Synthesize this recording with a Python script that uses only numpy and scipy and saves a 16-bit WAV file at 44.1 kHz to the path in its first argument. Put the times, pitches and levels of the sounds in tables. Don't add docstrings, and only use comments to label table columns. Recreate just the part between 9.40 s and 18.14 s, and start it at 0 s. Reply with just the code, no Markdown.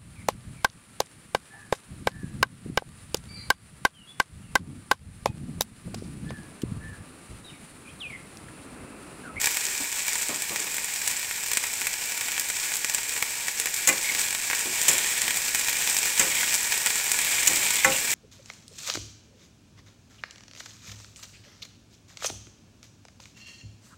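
import sys
import numpy as np
from scipy import signal
from scipy.fft import rfft, irfft, next_fast_len
from scipy.io import wavfile
from scipy.ndimage import uniform_filter1d

SR = 44100
rng = np.random.default_rng(int(sys.argv[2]) if len(sys.argv) > 2 else 0)


def unload_audio(sound):
    columns = np.transpose(np.atleast_2d(sound))
    steps = np.round(np.clip(columns, -1, 1) * 32767)
    wavfile.write(sys.argv[1], SR, steps.astype(np.int16))


N = 385434
TIME = np.arange(N) / SR
FREQS_HZ = np.fft.rfftfreq(4096, 1 / SR)


def amp(db):
    return 10 ** (np.asarray(db) / 20)


def evened(x):
    return x / np.sqrt(np.mean(x ** 2) + 1e-20)


def peaked(x, size=176):
    return x / np.sqrt(uniform_filter1d(x ** 2, size, mode="constant").max() + 1e-20)


def curve(rows):
    return np.interp(TIME, *np.transpose(rows))


def spectrum(points):
    hz, db = np.transpose(points)
    return np.interp(np.log(FREQS_HZ + 1), np.log(hz), db)


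def bump(hz, width_hz):
    return 2 ** -((2 * (FREQS_HZ - hz) / width_hz) ** 2)


def coloured(x, colour):
    log_gain = np.log(amp(np.concatenate([colour, colour[-2:0:-1]])))
    response = np.exp(np.conj(signal.hilbert(log_gain)))
    taps = np.fft.ifft(response).real
    return signal.oaconvolve(x, taps[:len(colour)])[:len(x)]


def resonate(x, hz, width_hz):
    turn = np.exp(2j * np.pi * np.cumsum(hz) / SR)
    fade = np.exp(-np.pi * width_hz / SR)
    return 2 * (turn * signal.lfilter([1 - fade], [1, -fade], x / turn)).real


def drift(hz):
    size = next_fast_len(N, True)
    freqs = np.fft.rfftfreq(size, 1 / SR)
    slow_noise = rfft(rng.standard_normal(size)) * freqs * np.exp(-(freqs / hz) ** 2)
    return evened(irfft(slow_noise, size)[:N])


def clicks(per_s, spread_db, cap):
    out = np.zeros(N)
    at = np.flatnonzero(rng.random(N) < per_s / SR)
    chance = rng.uniform(-1, 1, N)[at]
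    out[at] = np.sign(chance) * amp(spread_db * np.minimum(-np.log(abs(chance)), cap))
    return out


def add(mix, start_s, sound):
    part = mix[max(round(start_s * SR), 0):][:len(sound)]
    part += sound[:len(part)]


# pitch_hz, level_db
BURST_TONE = [(40, -9.5), (150, -9), (650, -8), (1250, -6.5), (1600, -1.5), (2900, 0), (4500, -1.5),
              (5600, 1.5), (6800, 1), (8700, 2.5), (9600, -5.5), (12000, -5), (14500, -4.5), (15800, -6)]
# pitch_hz, width_hz, lift_db
BURST_RINGS = [(277, 51, 2), (463, 78, 4), (817, 140, 4), (944, 123, 7), (1120, 44, 4), (1476, 58, 5.5),
               (1682, 67, 8), (1875, 150, 6.5), (2348, 430, 8.5), (7530, 1290, 5.5)]

def pan_colour():
    return spectrum(BURST_TONE) + sum(db * bump(hz, width_hz) for hz, width_hz, db in BURST_RINGS)


def burst(colour, snap_s, echo_db, echo_s=0.0051, size=2048):
    t = np.arange(size) / SR
    snap = rng.standard_normal(size) * (np.exp(-t / snap_s) + amp(echo_db) * np.exp(-t / echo_s))
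    power = abs(rfft(snap, 2 * size)) ** 2
    own_colour = 10 * np.log10(uniform_filter1d(power, size=91))
    return coloured(snap, colour - own_colour)


# time_s, level_db
FRYING = [(0, -33), (4.3, -31.5), (5.05, -30.5), (5.45, -29), (7.5, -27.5), (8.74, -27)]
# peak_s, lift_db, rise_s, fall_s
FLARES = [(0.02, 4, 0.061, 0.66), (0.72, 2.5, 0.27, .22), (1.71, 3.5, 0.11, 0.044), (3.26, 2.5, 0.12, 0.12),
          (4.8, 3, 0.28, 0.11), (5.53, 3.5, 0.24, 0.24), (6.46, 2, .1, 0.13), (6.8, 2.5, 0.22, 0.45),
          (7.95, 3, 0.15, 0.11), (8.21, 2.5, .12, 0.11)]

def frying_db():
    flares = sum(curve([(peak_s - rise_s, 0), (peak_s, lift_db), (peak_s + fall_s, 0)])
                 for peak_s, lift_db, rise_s, fall_s in FLARES)
    return curve(FRYING) + flares


def sizzle(sizes=28):
    crackle = np.zeros(N)
    flurry = amp(2.2 * drift(18))
    for hz, spread_db in zip(np.linspace(1500, 15500, sizes), np.linspace(4.0, 5.5, sizes)):
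        bubble = burst(8 * bump(hz, 4400), snap_s=0.00036, echo_db=-11.5)
        pops = clicks(per_s=800 * flurry / sizes, spread_db=spread_db, cap=5.0)
        crackle += evened(signal.oaconvolve(pops, bubble)[:N])
    crackle = amp(-3.5) * evened(coloured(crackle, pan_colour()))
    haze = clicks(per_s=7000, spread_db=2.5, cap=3.7) * amp(0.7 * drift(38))
    haze = amp(-0.5) * evened(coloured(haze, pan_colour()))
    return (crackle + haze) * amp(frying_db() + 0.5 * drift(8))


# pitch_hz, level_db
HUSH_TONE = [(20, -5), (60, -7), (140, -4), (300, -13), (700, -11), (2000, -22), (8000, -47)]

def hush(level_db=-60):
    return amp(level_db) * evened(coloured(rng.standard_normal(N), spectrum(HUSH_TONE)))


def spit(level_db, hz, fullness_db, ring_db=4.5):
    colour = pan_colour() + fullness_db * bump(1540, 2900) + ring_db * bump(hz, 0.29 * hz)
    return amp(level_db) * peaked(burst(colour, snap_s=0.00044, echo_db=-8.5))


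# start_s, level_db, pitch_hz, fullness_db (a lift below about 3500 Hz)
SPITS = [(0.0431, -18.5, 4900, 2), (0.0585, -18, 5100, -7), (0.0713, -17.5, 14500, 8),
         (0.1701, -20, 14600, 3), (0.5272, -25, 3280, 0), (0.681, -22, 14600, 2), (0.8298, -25, 7200, -1),
         (1.0213, -23, 11200, -5), (1.1602, -22.5, 5600, 7), (1.3825, -25, 14300, 11),
         (1.6766, -17.5, 9500, -2.5), (2.116, -21.5, 14600, 1.5), (2.134, -19.5, 9100, -3),
         (2.1717, -15.5, 9200, 3.5), (2.239, -23, 5400, 8), (2.4694, -20.5, 13200, 5),
         (2.5396, -26, 5430, -1), (2.8842, -26, 3030, 7), (2.9792, -22.5, 3300, 7),
         (2.997, -20, 12400, -10), (3.101, -22.5, 8100, 8), (3.446, -19, 5900, 5), (3.4974, -21, 6000, 1),
         (3.5472, -16.5, 8060, -3), (3.8255, -16.5, 14800, 8), (4.0827, -21, 5500, 7),
         (4.1992, -18, 9300, -2), (4.258, -20.5, 12400, 3), (4.342, -22.5, 12500, -7),
         (4.9489, -21.5, 3700, 5), (5.1, -21, 5500, 10.5), (5.131, -21.5, 14000, 18),
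         (5.8178, -18.5, 9000, -5), (5.8803, -19.5, 3200, 7), (6.148, -17.5, 15000, 2),
         (6.5669, -17.5, 5540, -2), (7.0317, -22.5, 5300, 22), (7.1417, -18, 5670, -2),
         (7.461, -18, 8500, 2), (7.717, -15, 8800, -2), (7.7434, -23, 10200, 9), (7.7893, -19, 9300, 3)]

def spits(lesser_per_s=4.5, above_sizzle_db=6.5):
    out, sizzle_db = np.zeros(N), frying_db()
    for start_s, level_db, hz, fullness_db in SPITS:
        add(out, start_s, spit(level_db, hz, fullness_db))
    for at in np.flatnonzero(rng.random(N) < lesser_per_s / SR):
        level_db = sizzle_db[at] + rng.normal(above_sizzle_db, 1.0)
        fullness_db = rng.normal(1, 6.5)
        hz = np.exp(rng.uniform(np.log(3000), np.log(15000)))
        add(out, at / SR, spit(level_db, hz, fullness_db))
    return out


# pitch_hz, level_db
THUD_TONE = [(40, -20), (130, 1), (280, 5), (450, 4.5), (700, 2), (1200, 0.5), (2500, -36), (8000, -55)]
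# start_s, level_db, decay_s, pitch_hz
THUDS = [(0.27, -47, .07, 376), (0.399, -36.5, 0.026, 280), (0.891, -33, 0.049, 295),
         (1.102, -36, 0.047, 325), (1.19, -44, 0.15, 463), (4.49, -32.5, 0.05, 346),
         (4.708, -42, 0.06, 303), (5.255, -39, 0.062, 363), (5.486, -35.5, 0.086, 375),
         (5.829, -42, 0.11, 280), (6.796, -35.5, 0.087, 440), (8.086, -37.5, 0.12, 330),
         (8.455, -33.5, 0.1, 150)]

def thuds(size=22050):
    out, t = np.zeros(N), np.arange(size) / SR
    fade_in = 1 - np.exp(-t / 0.0027)
    for start_s, level_db, decay_s, hz in THUDS:
        colour = spectrum(THUD_TONE) + 5.2 * bump(hz, 0.19 * hz)
        rumble = evened(coloured(rng.standard_normal(size), colour)) * np.exp(-t / decay_s)
        note_db = 4 - 90 * decay_s
        note = amp(note_db) * np.sin(2 * np.pi * hz * t) * np.exp(-t / 0.025)
        add(out, start_s, amp(level_db) * (rumble + note) * fade_in)
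    return out


# pitch_hz, level_db, ring_s (time to fade by 60 dB)
PAN_NOTES = [(308, -11, 0.17), (530.6, -3, 0.26), (806, -4.5, 0.17), (931, -6, 0.088), (1100, -5.5, 0.2),
             (1337, -7.5, 0.15), (1494, -1, 0.12), (1767, 9, 0.036), (1950, -5, 0.05), (2034, 14, 0.032),
             (2058, 2, 0.11), (2400, -4, 0.14), (2436, 3.5, 0.052), (2850, -11, 0.091)]

def pan_ring(t, bright_db_per_octave):
    ring = np.zeros(len(t))
    for k, (hz, level_db, ring_s) in enumerate(PAN_NOTES):
        note_db = level_db + bright_db_per_octave * np.log2(hz / 1000) - 60 * t / ring_s
        swell = 1 - np.exp(-t / (0.0047 * (1000 / hz) ** 2))
        ring += (-1) ** k * swell * amp(note_db) * np.sin(2 * np.pi * hz * t)
    rattle = 1 + 0.33 * evened(uniform_filter1d(rng.standard_normal(len(t)), size=70))
    return peaked(ring * rattle)


# pitch_hz, level_db
CLACK_TONE = [(100, -15.5), (1000, -8.5), (1600, -20), (2400, 0), (3000, -3), (4500, -6.5), (6000, 1),
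              (7550, 10.5), (8800, -3), (15500, -8)]
# start_s, clack_db, decay_s, ring_db, bright_db_per_octave
KNOCKS = [(4.4735, -12, 0.012, -25, -5), (4.488, -15.5, 0.0091, -17, 11), (5.4817, -12, 0.013, -29, -1),
          (5.497, -30, 0.011, -37, -1), (6.787, -25, .008, -41, 2), (6.7954, -11.5, 0.0043, -23.5, 0),
          (8.073, -14.5, 0.0066, -40, 4), (8.077, -11, 0.0046, -32, 2), (8.446, -14.5, 0.0057, -10.5, -2),
          (8.454, -24, .005, -34, 8)]

def knocks(size=16384):
    out, t = np.zeros(N), np.arange(size) / SR
    for start_s, clack_db, decay_s, ring_db, bright_db_per_octave in KNOCKS:
        chatter = rng.standard_normal(size) * (np.exp(-t / decay_s) + amp(-48) * np.exp(-t / 0.035))
        add(out, start_s, amp(clack_db) * peaked(coloured(chatter, spectrum(CLACK_TONE))))
        add(out, start_s, amp(ring_db) * pan_ring(t, bright_db_per_octave))
    return out


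# pitch_hz, width_hz, level_db
BLADE_RINGS = [(1940, 160, -10), (2440, 400, -1), (3310, 1000, -1)]
# start_s, length_s, level_db, squeak_hz
STROKES = [(4.625, 0.17, -28.5, 2200), (5.09, 0.16, -40, 1880), (5.36, 0.62, -35, 1910),
           (6.28, 0.22, -40, 2350), (6.88, 0.22, -30.5, 2150), (7.78, 0.33, -33, 2300),
           (8.13, 0.42, -32.5, 2240), (8.505, .11, -29.5, 2720), (8.68, 0.14, -32.5, 2070)]

def scrapes(push_s=0.031, ease_s=0.077, climb_hz_per_s=200):
    pressure, pitch_hz = np.zeros(N), np.full(N, float(STROKES[0][3]))
    for start_s, length_s, level_db, squeak_hz in STROKES:
        t = TIME - start_s
        pressure += amp(level_db) * np.clip(t / push_s, 0, 1) * np.clip((length_s - t) / ease_s, 0, 1)
        climb_hz = climb_hz_per_s * (np.minimum(t, length_s) - length_s / 2)
        pitch_hz = np.where(t > 0, squeak_hz + climb_hz, pitch_hz)
    bunches = amp(3.8 * drift(58))
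    slips = clicks(per_s=1400, spread_db=8.5, cap=1.1) * bunches
    blade = sum(amp(db) / (1 + (2 * (FREQS_HZ - hz) / width_hz) ** 2) for hz, width_hz, db in BLADE_RINGS)
    rasp = evened(coloured(slips, 20 * np.log10(blade + amp(-27))))
    squeak = resonate(slips, pitch_hz, width_hz=330)
    squeak = evened(resonate(squeak, pitch_hz, width_hz=330))
    food = np.clip((TIME - 4.8) / 0.51, 0, 1)
    return pressure * (amp(-12 + 8.4 * food) * rasp + amp(-3.5 - 1.4 * food) * squeak)


def kitchen_echo(x, fade_s=0.44, echo_db=-13, size=16384):
    t = np.arange(size) / SR
    tail = rng.standard_normal(size) * amp(-60 * t / fade_s) * (t > 0.005)
    return x + amp(echo_db) * signal.oaconvolve(x, tail / np.linalg.norm(tail))[:N]


def scene():
    background = hush()
    pan = sizzle() + spits() + thuds() + knocks() + scrapes()
    return (kitchen_echo(pan) + background)[None]


def record(dry, top_hz=15750):
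    treble_cut = signal.firwin(511, top_hz, window=("kaiser", 9), fs=SR)
    return signal.oaconvolve(np.tanh(dry), treble_cut[None], "same")


dry = scene()
out = record(dry)
unload_audio(out)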